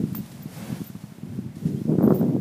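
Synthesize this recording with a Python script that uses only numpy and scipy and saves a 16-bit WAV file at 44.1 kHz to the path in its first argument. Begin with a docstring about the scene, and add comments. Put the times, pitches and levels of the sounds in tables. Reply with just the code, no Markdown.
"""A cow crops grass close by in an open pasture: leaves rustle, tufts tear in swells of tiny fibre
clicks, one stalk snaps, and she blows a soft rush of air through her nose into the sward.
Wind eddies hit the microphone as pressure bumps that thump and ring in its port, building to a
rough gust near the end. A thin, very high sizzle of ringing ticks comes and goes, and a far bird
chirps once over the even hush of the field."""
import sys
import numpy as np
from scipy import signal
from scipy.fft import rfft, irfft
from scipy.io import wavfile
from scipy.ndimage import uniform_filter1d

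SR = 44100
rng = np.random.default_rng(int(sys.argv[2]) if len(sys.argv) > 2 else 0)


def dump(signal):
    """Clip the signal to [-1, 1] and save it as 16-bit WAV at the path in sys.argv[1]."""
    limited = np.clip(np.atleast_2d(signal).T, -1, 1)
    pcm = np.round(limited * 32767).astype(np.int16)
    wavfile.write(sys.argv[1], SR, pcm)


N = 106148
TIME = np.arange(N) / SR

# strength of the wind on the microphone: (time [s], relative level [dB])
WIND_STRENGTH = [(0, -22.5), (.07, -32.5), (.2, -32.5), (.28, -44.5), (.36, -38), (.54, -40.5), (.62, -34),
                 (.66, -37.5), (.72, -30), (.86, -45), (1.2, -44.5), (1.26, -34), (1.4, -33.5), (1.49, -35),
                 (1.53, -43), (1.61, -35.5), (1.66, -26.5), (1.81, -29.5), (1.835, -43), (1.89, -19),
                 (1.93, -18.5), (1.965, -25.5), (2.04, -16.5), (2.14, -17.5), (2.19, -21), (2.36, -20.5),
                 (2.41, -29.5)]


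def from_db(db):
    """Decibels to gain."""
    return 10 ** (np.asarray(db) / 20)


def rms_one(x):
    """Scale to unit rms."""
    return x / np.sqrt(np.mean(x ** 2) + 1e-20)


def curve(rows, t=TIME):
    """Read a (time, value) table at the given times."""
    return np.interp(t, *np.transpose(rows))


def swell(start, db, attack, decay):
    """An envelope with a straight attack and an exponential decay; times in seconds."""
    rise = np.clip((TIME - start) / attack, 0, 1)
    return from_db(db) * rise * np.exp(-np.maximum(TIME - start - attack, 0) / decay)


def coloured(x, colour):
    """Equalise a signal by a (frequency, gain) table; rms 1."""
    hz, db = np.transpose(colour)
    bins = np.maximum(np.fft.rfftfreq(N, 1 / SR), 1)
    gain = from_db(np.interp(np.log(bins), np.log(hz), db))
    return rms_one(irfft(rfft(x) * gain, N))


def resonance(x, hz, width_hz):
    """Two-pole band-pass with unit gain at its peak."""
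    r = np.exp(-np.pi * width_hz / SR)
    feedback = [1, -2 * r * np.cos(2 * np.pi * hz / SR), r * r]
    return signal.lfilter(np.array([1, 0, -1]) * (1 - r * r) / 2, feedback, x + 1e-18)


def band(x, hz, width_hz):
    """Three resonances in series for steep skirts; rms 1."""
    core = resonance(x, hz, width_hz)
    return rms_one(resonance(resonance(core, hz, 2 * width_hz), hz, 2 * width_hz))


def clicks(per_s=5000, spread_db=3.0):
    """Dense random clicks of very uneven size."""
    sizes = from_db(spread_db * np.minimum(rng.exponential(1, N), 5)) * rng.choice([-1, 1], N)
    return sizes * (rng.random(N) < per_s / SR)


def pasture():
    """Steady air over the open field lays down an even bed of hush."""
    # tone of the air: (frequency [Hz], relative level [dB])
    air_colour = [(60, 2), (250, 12.5), (700, 7.5), (1500, 5.5), (3000, -2), (5000, -5), (8000, -9),
                  (12000, -19), (15500, -12)]
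    return from_db(-62) * coloured(rng.standard_normal(N), air_colour)


def grass():
    """Leaves brush with a fine crackle; each torn tuft is a swell of snapping fibres."""
    # rustle of the sward: (time [s], level [dB])
    rustle_level = [(0, -57.5), (.14, -54.5), (.18, -54), (.33, -54), (.37, -55.5), (.46, -57.5),
                    (.55, -49), (.86, -51.5), (.93, -57.5), (1.1, -59), (1.24, -62.5), (1.36, -58.5),
                    (1.47, -63.5), (1.53, -65.5), (1.58, -57), (1.8, -57), (1.98, -60), (2.15, -56.5),
                    (2.4, -62)]
    # tone of brushing leaves: (frequency [Hz], relative level [dB])
    leaf_colour = [(300, -10), (700, -2), (1500, -1.5), (3000, -0.5), (5000, -1), (8000, -2.5),
                   (12000, -1.5), (15500, -4.5)]
    # tufts tearing: (start [s], peak level [dB], attack [s], decay [s])
    tears = [(0.148, -43, 0.0015, 0.017), (.258, -49, 0.0032, 0.0058), (0.316, -45.5, 0.0013, 0.0055),
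             (.42, -49, .003, 0.007), (.96, -54, .002, .004), (1.0, -55, 0.015, .025),
             (1.33, -70, 0.023, .02), (1.553, -52, 0.0059, 0.017), (1.64, -50.5, .04, 0.02),
             (2.12, -55, 0.026, .05)]
    # tone of snapping fibres: (frequency [Hz], relative level [dB])
    fibre_colour = [(300, 12), (1200, 5.5), (3000, 4.5), (5000, 6.5), (8000, 4.5), (12000, 0.5),
                    (15500, -46.5)]
    brush = coloured(rng.standard_normal(N), leaf_colour)
    crackle = from_db(-4.5) * coloured(clicks(), fibre_colour)
    tearing = sum(swell(*tear) for tear in tears) * coloured(clicks(), fibre_colour)
    return from_db(curve(rustle_level)) * (brush + crackle) + tearing


def eddy_thumps(times, peaks, widths_ms):
    """Each eddy is a smooth pressure bump; the microphone's port and bass cut make it a short thump."""
    port_hz, port_q, bass_cut_hz = 158.6, 0.98, 125
    offsets = np.arange(-SR // 100, SR // 40)
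    bumps = 1 / np.cosh(np.minimum(np.abs(offsets / SR * 1000 / widths_ms[:, None]), 30))
    omega = 2 * np.pi * port_hz
    port = signal.tf2sos(*signal.bilinear([1, 0, 0], [1, omega / port_q, omega ** 2], SR))
    bass_cut = signal.butter(3, bass_cut_hz, "high", fs=SR, output="sos")
    thumps = signal.sosfilt(np.vstack([port, bass_cut]), bumps - bumps[:, :1])
    thumps *= (peaks / np.abs(thumps).max(axis=1))[:, None]
    at = (times * SR).astype(int)[:, None] + offsets
    inside = (at >= 0) & (at < N)
    return np.bincount(at[inside], thumps[inside], N)


def wind_eddies():
    """A stream of small eddies, narrower and so brighter in stronger wind, with single hard buffets."""
    # single strong eddies: (time [s], relative peak [dB], width [ms])
    buffets = [(.002, -21.5, 0.74), (.015, -33, 0.92), (.038, -12, 1.1), (.122, -19.5, 1.95),
               (0.17, -45, 1.1), (.187, -24, 0.84), (0.202, -21.5, 1.8), (0.458, -21, 1.12),
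               (0.605, -28, 1.5), (0.702, -20, 0.92), (0.725, -16, 1.3), (0.741, -26, 1.1),
               (0.805, -20.5, 1.02), (.816, -19.5, 0.96), (0.9, -26, 1.2), (.952, -25.5, 1.2),
               (.963, -29, 1.7), (1.038, -26, 1.5), (1.121, -30.5, 1.2), (1.184, -29.5, 0.81),
               (1.233, -23, 1.1), (1.299, -23.5, 1.56), (1.379, -26, 1.1), (1.389, -18.5, 0.89),
               (1.461, -21.5, 1.6), (1.568, -23, 1.08), (1.656, -13.5, 1.47), (1.668, -19, 0.69),
               (1.746, -17.5, 1.2), (1.816, -17.5, 0.99), (1.854, -16, 1.03), (1.894, -11.5, 0.6),
               (1.919, -14, 0.88), (1.954, -18.5, 0.4), (1.938, -16, .6), (1.985, -8, 0.79),
               (2.009, -13.5, 0.27), (2.029, -15, 0.24), (2.04, -6, 0.45), (2.063, -10, 1.4),
               (2.077, -5, 0.49), (2.085, -16, 1), (2.106, -5, 0.29), (2.114, -13, 0.29),
               (2.122, -4.5, 0.6), (2.151, -15, 0.72), (2.213, -12.5, 0.41), (2.229, -11, 0.43),
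               (2.241, -11, 0.48), (2.294, -15.5, .55), (2.287, -20, 0.41), (2.352, -12.5, 0.63),
               (2.365, -15, 0.46)]
    eddies_per_s, eddy_db, spread_db = 450, -1.5, 4.5   # levels relative to the wind
    calm_width_ms, calm_db, narrowing = 1.38, -38, 0.45   # narrowing: dB of width per dB above calm
    count = int(eddies_per_s * N / SR)
    jitter, size, polarity, breadth = rng.random((count, 4)).T
    times = (np.arange(count) + jitter) / eddies_per_s
    wind_db = curve(WIND_STRENGTH, times)
    peaks = from_db(wind_db + eddy_db + spread_db * (2 * size - 1)) * np.sign(polarity - .5)
    width_scatter_db = 2 * breadth - 1
    widths_ms = calm_width_ms * from_db(width_scatter_db - narrowing * np.maximum(wind_db - calm_db, 0))
    buffet_s, buffet_db, buffet_ms = np.transpose(buffets)
    return eddy_thumps(times, peaks, widths_ms) + eddy_thumps(buffet_s, -from_db(buffet_db), buffet_ms)


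def wind_on_microphone():
    """The thumps ring on in the port, and in the gust they break up into a rough flutter."""
    # resonances of the port: (frequency [Hz], bandwidth [Hz], gain [dB])
    port_modes = [(211.5, 23.4, -5), (348.5, 135, -11)]
    thumps = wind_eddies()
    rings = sum(from_db(db) * resonance(thumps, hz, width) for hz, width, db in port_modes)
    return from_db(-2) * (thumps + rings) + gust_flutter(thumps)


def sizzle():
    """Bursts of dense ticks ring in two very high bands whose pitch shifts from burst to burst."""
    # sizzle bursts: (start [s], peak level [dB], attack [s], decay [s], lower band [Hz])
    bursts = [(.126, -51, .003, .004, 12800), (.148, -33, 0.0022, 0.016, 12700),
              (.161, -35.5, 0.0054, 0.015, 12800), (.42, -45, 0.012, 0.0086, 12500),
              (0.575, -48, .012, .005, 12400), (.838, -45, 0.0061, 0.0055, 12500),
              (.855, -41.5, 0.02, 0.013, 12340), (2.02, -45, 0.014, 0.055, 12580),
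              (2.065, -50, 0.029, 0.034, 13000), (2.138, -40.5, 0.014, 0.025, 13050),
              (2.186, -41.5, 0.007, 0.013, 12830), (2.25, -64, .02, 0.11, 12450)]
    band_gap_hz, upper_db = 1830, 3
    ticks, out = clicks(), 0
    for *envelope, hz in bursts:
        lower = band(ticks, hz, width_hz=420)
        upper = from_db(upper_db) * band(ticks, hz + band_gap_hz, width_hz=500)
        out = out + swell(*envelope) * rms_one(lower + upper)
    return out


def stalk_snap():
    """A thick stalk breaks with one dry, quickly damped snap."""
    start_s, hz, width_hz, peak_db = .1485, 1025, 460, -29
    click = np.zeros(N)
    click[int(start_s * SR)] = 1
    snap = resonance(resonance(click, hz, width_hz), hz, 2 * width_hz)
    return from_db(peak_db) * snap / np.abs(snap).max()


def cow_blow():
    """Air rushes softly from the cow's nostrils: one swell out of a faint, steady breath noise."""
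    # swell of the breath: (time [s], level [dB])
    breath_level = [(.44, -54), (.52, -49.5), (.59, -45), (.7, -43.5), (.77, -47), (.85, -58.5),
                    (.93, -56.5)]
    # tone of the nostrils: (frequency [Hz], relative level [dB])
    nostril_colour = [(100, -31), (400, 2.5), (680, 2.5), (1200, -7), (2100, -8), (3500, -15),
                      (6000, -23.5), (11000, -21), (15500, -30)]
    return from_db(curve(breath_level)) * coloured(rng.standard_normal(N), nostril_colour)


def bird():
    """A far bird gives one faint chirp, a rising sine under a bell-shaped envelope."""
    centre_s, half_length_s, hz, rise_hz_per_s, peak_db = 1.778, .016, 3200, 7000, -58
    t = TIME - centre_s
    envelope = from_db(peak_db) * np.exp(-(t / half_length_s) ** 2)
    return envelope * np.sin(2 * np.pi * (hz + rise_hz_per_s * t / 2) * t)


def gust_flutter(thumps):
    """The gust's rough edge: midrange noise that pulses with the strength of the thumps."""
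    # flutter before the thumps modulate it: (time [s], gain [dB])
    flutter_gain = [(1.87, -78.5), (1.92, -53.5), (1.97, -64), (2.0, -49), (2.08, -45), (2.125, -41),
                    (2.16, -51), (2.23, -52.5), (2.3, -55.5), (2.41, -65.5)]
    smooth_s, top_hz, pulse_exponent = .003, 1480, 1.527
    thump_rms = np.sqrt(np.abs(uniform_filter1d(thumps ** 2, int(smooth_s * SR) + 1)))
    pulse = (thump_rms / from_db(curve(WIND_STRENGTH))) ** pulse_exponent
    noise = band(rng.standard_normal(N), hz=910, width_hz=643)
    rough = rms_one(signal.sosfilt(signal.butter(3, top_hz, fs=SR, output="sos"), noise))
    return from_db(curve(flutter_gain)) * pulse * rough


def scene():
    """Everything reaches one microphone in the open air."""
    mix = pasture() + grass() + stalk_snap() + cow_blow() + sizzle() + bird() + wind_on_microphone()
    return mix[None]


def record(dry):
    """A steep low-pass trims the very top."""
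    cutoff_hz = 15400
    return signal.sosfilt(signal.ellip(12, .1, 80, cutoff_hz, fs=SR, output="sos"), dry)


dry = scene()
out = record(dry)
dump(out)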